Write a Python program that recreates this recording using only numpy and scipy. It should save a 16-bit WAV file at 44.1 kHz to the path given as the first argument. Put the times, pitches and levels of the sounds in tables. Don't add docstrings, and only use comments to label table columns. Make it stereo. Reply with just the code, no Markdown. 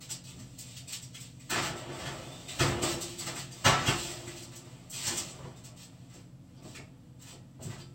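import sys
import numpy as np
from scipy import signal
from scipy.fft import rfft, irfft, next_fast_len
from scipy.io import wavfile
from scipy.ndimage import uniform_filter1d

SR = 44100
rng = np.random.default_rng(int(sys.argv[2]) if len(sys.argv) > 2 else 0)


def file_out(sig):
    cols = np.atleast_2d(sig).T
    lim = np.clip(cols, -1, 1)
    pcm = np.round(lim * 32767).astype(np.int16)
    wavfile.write(sys.argv[1], SR, pcm)


N = 350154


def gain_of(db):
    return 10 ** (np.asarray(db) / 20)


def unit_rms(x):
    return x / np.sqrt(np.mean(x ** 2) + 1e-20)


def curve_at(points, hz):
    point_hz, value = np.transpose(points)
    return np.interp(np.log(hz + 1), np.log(point_hz + 1), value)


def add(mix, start_s, sound):
    part = mix[round(start_s * SR):][:len(sound)]
    part += sound[:len(part)]


def filtered(x, spectrum):
    size = next_fast_len(x.shape[-1])
    response = gain_of(curve_at(spectrum, np.fft.rfftfreq(size, 1 / SR)))
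    return irfft(rfft(x, size) * response, size)[..., :x.shape[-1]]


def grains(size, spread_db):
    return unit_rms(rng.standard_normal(size) * gain_of(spread_db * np.minimum(rng.exponential(1, size), 5)))


def contact_pulse(rise_s):
    u = np.arange(4096) / SR / rise_s
    return u * np.exp(1 - u)


def modal_response(modes, weights=1):
    hz, db, t60 = np.transpose(modes)[..., None]
    t = np.arange(SR) / SR
    partials = weights * gain_of(db - 60 * t / t60) * np.sin(2 * np.pi * hz * t)
    return unit_rms(partials.sum(0)) / np.sqrt(SR)


# (frequency [Hz], correlation [-1 to 1])
MIC_CORRELATION = [(60, 0.94), (180, 0.83), (550, 0.53), (1650, -0.23), (4970, 0.12), (15000, -0.49)]
def microphone_pair(a, b):
    correlation = curve_at(MIC_CORRELATION, np.fft.rfftfreq(len(a), 1 / SR))
    right = correlation * rfft(a) + np.sqrt(1 - correlation ** 2) * rfft(b)
    return np.array([a, irfft(right, len(a))])


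# (frequency [Hz], relative density [dB])
AIR_SPECTRUM = [(18, -47), (30, -21), (59, -31), (73, -5.5), (133, 1), (187, -10.5), (202, -31.5),
                (263, -4), (410, -26.5), (479, -20), (622, -20.5), (747, -25.5), (15500, -48.5)]
def air(level_db=-55.5):
    noise = microphone_pair(*rng.standard_normal((2, N)))
    return gain_of(level_db) * unit_rms(filtered(noise, AIR_SPECTRUM))


# (order [multiple of the rotation rate], level [dB])
MOTOR_ORDERS = [(1, -69), (2, -72.5), (3, -56.5), (4, -61.5), (5, -70), (6, -67.5), (7, -73.5), (11, -75.5),
                (14, -84.5), (19, -86)]
# (frequency [Hz], level [dB])
MAINS_TONES = [(120, -58), (240, -68.5)]
def hum(rotation_hz=44.36, waver_db=2.0):
    t, out = np.arange(N) / SR, np.zeros(N)
    motor_tones = [(order * rotation_hz, db) for order, db in MOTOR_ORDERS]
    for hz, db in motor_tones + MAINS_TONES:
        waver = unit_rms(uniform_filter1d(uniform_filter1d(rng.standard_normal(N), 6000), 6000))
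        out += np.sqrt(2) * gain_of(db + waver_db * waver) * np.sin(2 * np.pi * (hz * t + rng.random()))
    return out


# (frequency [Hz], T60 [s])
ROOM_DECAY = [(100, 0.65), (500, 0.38), (2000, 0.31), (8000, 0.21), (15000, 0.14)]
def reflections(build_up_s=0.0029):
    taps = np.zeros((2, SR))
    arrivals = np.arange(0, SR - 20, 20) + rng.integers(0, 20, (2, (SR - 1) // 20))
    np.put_along_axis(taps, arrivals, rng.choice([-1., 1.], arrivals.shape), 1)
    hz, t, bands = signal.stft(taps, SR, nperseg=256)
    decay = gain_of(-60 * t / curve_at(ROOM_DECAY, hz)[:, None])
    tail = signal.istft(bands * decay, SR, nperseg=256)[1][:, :SR]
    onset = 1 - np.exp(-np.arange(SR) / SR / build_up_s)
    response = microphone_pair(*(tail * onset))
    return response / np.linalg.norm(response[0])


def kitchen(x, turn_s=0.06):
    angle = np.pi * np.arange(N) / SR / (3 * turn_s)
    shares = [np.sqrt(2 / 3) * np.cos(angle + k * np.pi / 3) for k in range(3)]
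    return sum(signal.fftconvolve((x * share)[None], reflections(), axes=1)[:, :N] for share in shares)


# (time [s], level [dB], upper edge of the thud [Hz])
THUDS = [(0.34, -44, 300), (0.39, -44.5, 302), (0.782, -63, 300), (2.635, -28.5, 900), (2.72, -33, 900),
         (2.88, -41, 800), (3.208, -43.5, 296), (5.1, -42, 800), (5.2, -44.5, 800), (5.39, -42.5, 1108),
         (5.45, -42, 1110), (6.149, -47, 500), (6.65, -43.5, 694), (6.786, -43, 600), (7.329, -46.5, 700),
         (7.597, -42, 795), (7.654, -35.5, 300), (7.729, -44.5, 617)]
def thuds(rise_s=0.0083):
    out = np.zeros(N)
    for time_s, db, edge_hz in THUDS:
        spectrum = [(40, -12), (110, 0), (edge_hz, -9), (edge_hz * 2.05, -28), (16000, -60)]
        rumble = unit_rms(filtered(rng.standard_normal(4096), spectrum))
        add(out, time_s - 0.005, gain_of(db) * rumble * contact_pulse(rise_s))
    return out


def squeal(start_s=2.15, length_s=0.4, from_hz=3450, to_hz=3730, width_hz=120):
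    progress = np.arange(0, length_s, 1 / SR) / length_s
    fuzz_spectrum = [(10, 0), (width_hz, -3), (width_hz * 4, -30), (16000, -60)]
    fuzz = unit_rms(filtered(rng.standard_normal(len(progress)), fuzz_spectrum))
    hz = from_hz + (to_hz - from_hz) * progress
    tone = fuzz * np.sin(2 * np.pi * np.cumsum(hz) / SR)
    out = np.zeros(N)
    add(out, start_s, gain_of(-51) * np.sin(np.pi * progress) * tone)
    return out


# (frequency [Hz], relative level [dB], T60 [s])
WALL_MODES = [(60.7, -3, .9), (97.6, -8, 0.6), (136.9, 15, 0.39), (148, 2, .2), (263, -12, 0.23)]
def wall_boom(force):
    return signal.oaconvolve(force, modal_response(WALL_MODES))[:N]


# (frequency [Hz], relative level [dB], T60 [s])
RACK_MODES = [(295.6, -6, 0.39), (336, -1.5, 1.2), (349.5, 0, 1.57)]
def rack_ring(force):
    return signal.oaconvolve(force, modal_response(RACK_MODES))[:N]


# (frequency [Hz], relative level [dB], T60 [s])
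TRAY_MODES = [(607, -21.5, .5), (635, 1.5, 1), (735.6, 5, 0.67), (837, -1, 0.36), (920, -22, 0.37),
              (965, -27, .4), (1160, -18.5, .4), (1213, -26, 0.33), (1297, -27.5, .4), (1480, 2.5, 0.11),
              (1326, 13, 0.66), (1610, -1.5, 0.22), (1710, -25, 0.26), (1900, -16.5, .3), (1915.5, 6, 1),
              (2203, 4, 0.26), (2400, -11, .3), (2890, -24, 0.27), (2876, 2, 0.36), (3560, -8, 0.097)]
def tray_ring(force, weights=1):
    return signal.oaconvolve(force, modal_response(TRAY_MODES, weights))[:N]


# (frequency [Hz], gain [dB])
CLATTER_SPECTRUM = [(88, -6), (150, -3.5), (260, -8), (352, -1.5), (477, -7.5), (812, -2), (1380, -1.5),
                    (1590, -0.5), (7000, -14.5), (9100, -66.5), (15400, -120)]
def clatter(force):
    return filtered(force, CLATTER_SPECTRUM)


# (time [s], level [dB], centre frequency [Hz], treble relative to centre [dB])
CRACKLES = [(0.1032, -28.5, 5540, -4), (0.2394, -43.5, 4330, -7), (0.3895, -45.5, 6200, -5),
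            (0.5861, -31.5, 5940, 1.5), (0.7652, -36.5, 3100, -3.5), (0.8754, -43, 5700, 0),
            (0.9223, -28, 2900, 0.5), (1.0194, -38.5, 4800, -3), (1.1443, -38, 2950, -11.5),
            (1.2017, -38, 2900, 9), (1.3972, -47, 2610, -7), (1.499, -24.5, 2210, 14),
            (2.0577, -35, 2890, -17), (2.4818, -33.5, 3380, -14.5), (2.822, -26, 4550, -5.5),
            (3.0086, -27.5, 5000, -3), (3.1847, -29, 4525, -2.5), (3.262, -29, 3530, -1.5),
            (3.5139, -40, 5680, -12), (3.868, -23.5, 2880, -24), (4.2697, -40, 2090, -15),
            (4.4204, -39, 4830, -4), (4.5555, -37.5, 6100, -1), (4.9, -30.5, 6550, 6.5),
            (5.0644, -22.5, 6250, -8.5), (5.1694, -26, 6100, -8), (5.2944, -43, 7000, -13),
            (5.641, -40.5, 4800, -1.5), (5.8197, -42.5, 3330, -2), (6.136, -48.5, 5450, -6),
            (6.566, -58, 5070, -25), (6.7486, -36.5, 2350, -18), (7.214, -43.5, 5130, 2),
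            (7.6246, -37, 7100, -2), (7.7994, -48, 4240, -24)]
def crackles(rise_s=0.0066):
    out = np.zeros(N)
    for time_s, db, hz, treble_db in CRACKLES:
        spectrum = [(hz / 4, -22), (hz / 1.4, -5), (hz / 1.07, 0), (hz * 1.15, 0),
                    (hz * 1.2, treble_db / 2), (16000, treble_db)]
        snap = unit_rms(filtered(grains(4096, spread_db=1.0), spectrum))
        add(out, time_s - rise_s, gain_of(db) * snap * contact_pulse(rise_s))
    return out


# (frequency [Hz], relative density [dB])
RUSTLE_SPECTRUM = [(500, -16), (1500, -12.5), (2700, 0.5), (4500, 0), (7000, -2.5), (16000, -4)]
# (frequency [Hz], gain [dB])
SLIDE_SPECTRUM = [(150, 13.5), (330, 12.5), (650, 16), (1000, 11), (1600, 7), (3000, 6), (9000, -17)]
# (time [s], rustle level [dB], slide drive [dB])
CARRYING = [(0.0, -63, -69), (0.5, -56, -70), (1.45, -61, -73), (1.7, -58.5, -47), (2.15, -48.5, -47),
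            (2.45, -49.5, -57), (2.8, -48.5, -37.5), (3.15, -47, -59), (3.5, -55.5, -60.5),
            (3.95, -39.5, -49), (4.25, -47.5, -54), (4.5, -57, -61.5), (4.68, -56, -59),
            (4.87, -60.5, -63.5), (5.25, -43.5, -54), (5.5, -73, -61.5), (6.0, -62.5, -67.5),
            (6.35, -71, -87), (6.6, -66.5, -62), (7.1, -71, -78.5), (7.94, -67, -73)]
# (start [s], hold [s], rustle level [dB], scrape drive [dB])
STROKES = [(0.0, 0.0073, -40.5, -53.5), (0.082, 0.011, -38.5, -49.5), (0.262, 0.024, -45.5, -60),
           (0.371, 0.018, -61, -55.5), (0.56, 0.19, -51.5, -71), (0.866, 0.067, -42, -62),
           (1.008, 0.015, -76, -79), (1.123, .12, -52.5, -69), (1.412, 0.089, -65, -74),
           (1.488, 0.087, -35.5, -29), (1.612, 0.037, -33.5, -37.5), (1.751, 0.021, -45.5, -72.5),
           (1.909, 0.041, -50.5, -51), (1.972, 0.1, -50.5, -43), (2.48, 0.17, -46, -51.5),
           (2.584, 0.013, -28, -23.5), (2.651, 0.037, -43, -38.5), (2.804, 0.11, -34, -49),
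           (2.994, 0.089, -48.5, -59.5), (3.185, .04, -42.5, -46), (3.263, 0.096, -51, -46),
           (3.343, 0.04, -38, -52.5), (3.495, 0.12, -55.5, -61), (3.638, 0.019, -23, -19.5),
           (3.713, 0.13, -57.5, -35), (3.851, 0.029, -32, -32.5), (3.956, 0.14, -42, -51),
           (4.248, .07, -54.5, -69), (4.352, 0.023, -44.5, -123.5), (4.51, 0.014, -52, -54),
           (4.912, 0.12, -36, -51.5), (5.023, 0.15, -37.5, -46), (5.34, 0.17, -61, -66),
           (5.55, 0.015, -52, -68), (5.63, 0.029, -53, -62.5), (5.754, 0.058, -49, -88),
           (6.078, 0.099, -60.5, -61.5), (6.613, 0.14, -52.5, -68), (7.183, 0.08, -55.5, -62.5),
           (7.253, 0.048, -47.5, -58), (7.596, 0.095, -51, -58), (7.687, 0.045, -55, -50.5),
           (7.77, 0.016, -52, -58)]
def handling(attack_s=0.005, swell_share=0.083, release_db_per_s=403):
    t = np.arange(N) / SR
    times, carry_rustle_db, slide_db = np.transpose(CARRYING)
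    rustle_envelope, scrape_envelope = gain_of(np.interp(t, times, carry_rustle_db)), np.zeros(N)
    slide_envelope = gain_of(np.interp(t, times, slide_db))
    slide = filtered(grains(N, spread_db=4.0) * slide_envelope, SLIDE_SPECTRUM)
    age = t[:SR // 2]
    for start_s, hold_s, rustle_db, scrape_db in STROKES:
        rise = np.minimum(age / (attack_s + swell_share * hold_s), 1)
        release = gain_of(-release_db_per_s * np.maximum(age - attack_s - hold_s, 0))
        add(rustle_envelope, start_s, gain_of(rustle_db) * rise * release)
        add(scrape_envelope, start_s, gain_of(scrape_db) * rise * release)
    rustle = unit_rms(filtered(grains(N, spread_db=4.5), RUSTLE_SPECTRUM)) * rustle_envelope
    slips = grains(N, spread_db=4.0) * scrape_envelope
    friction = slips + slide / 4
    ring = gain_of(-15.5) * tray_ring(friction) + gain_of(-19) * rack_ring(friction)
    return rustle + slide + gain_of(11) * clatter(slips) + ring


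BLOW_RISE_S = 0.01106
# (time [s], chatter drive [dB], wall drive [dB], rack drive [dB], place on tray [0-1])
KNOCKS = [(1.512, -55, -25, -1, 0.3), (1.57, -49, -11, 0, 0.6), (1.649, -39, -13, 1, 0.04),
          (1.889, -49.5, -12, -1.5, 0.1), (2.056, -44, -7, -6, 0.5), (2.598, -30.5, 7, 14.5, 0.5),
          (2.689, -55, -13.5, 9.5, 0), (2.825, -34.5, -6.5, 15, 0.37), (2.91, -50.5, -4, -5, 0.3),
          (3.263, -40, -12, -14.5, 0), (3.379, -57.5, -12, -30.5, 0.45), (3.65, -22, 6, -8, 0.5),
          (3.709, -30, -14, -0.5, 0.6), (3.872, -29, 6.5, 9, 0.15), (4.266, -61, -14.5, 2, 0.1),
          (5.065, -38, -7.5, -1, 0), (5.43, -54.5, -11, -12.5, 0.5)]
def knocks():
    out = np.zeros(N)
    for time_s, db, _, _, place in KNOCKS:
        chatter = gain_of(db) * contact_pulse(BLOW_RISE_S) * grains(4096, spread_db=4.5)
        mode_weights = 0.2 + np.cos(np.pi * place * np.arange(len(TRAY_MODES)))[:, None] ** 2
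        add(out, time_s - 0.006, gain_of(15) * clatter(chatter))
        add(out, time_s - 0.006, gain_of(-11) * tray_ring(chatter, mode_weights))
    return out


def oven_frame():
    wall_force, rack_force = np.zeros((2, N))
    jolt = 0.0139 * contact_pulse(rise_s=0.001)
    for time_s, _, wall_db, rack_db, _ in KNOCKS:
        add(wall_force, time_s + BLOW_RISE_S, gain_of(wall_db) * jolt)
        add(rack_force, time_s + BLOW_RISE_S, gain_of(rack_db) * jolt)
    return wall_boom(wall_force) + rack_ring(rack_force)


# (frequency [Hz], gain [dB])
PORT_RESPONSE = [(30, -31.5), (52, -12.5), (62, -3.5), (6800, -1.5), (7800, 7), (9200, -7.5),
                 (10500, -25.5), (11300, -16.5), (15500, -8.5)]
def scene():
    bumps = thuds()
    airborne = handling() + crackles() + knocks() + squeal() + gain_of(-1.5) * bumps
    structure_borne = oven_frame() + gain_of(-4) * bumps
    return filtered(kitchen(airborne) + structure_borne, PORT_RESPONSE) + hum() + air()


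# (frequency [Hz], left minus right [dB])
MIC_IMBALANCE = [(60, -5.5), (150, -4.5), (380, -6), (950, -6), (2380, -5.5), (5980, -5.5), (15000, -14)]
BAND_LIMIT_HZ = 15900
def record(dry):
    left = filtered(dry[0], [(hz, db / 2) for hz, db in MIC_IMBALANCE])
    right = filtered(dry[1], [(hz, -db / 2) for hz, db in MIC_IMBALANCE])
    low_pass = signal.firwin(511, BAND_LIMIT_HZ, window=("kaiser", 9), fs=SR)
    return signal.oaconvolve(np.array([left, right]), low_pass[None], "same")


dry = scene()
out = record(dry)
file_out(out)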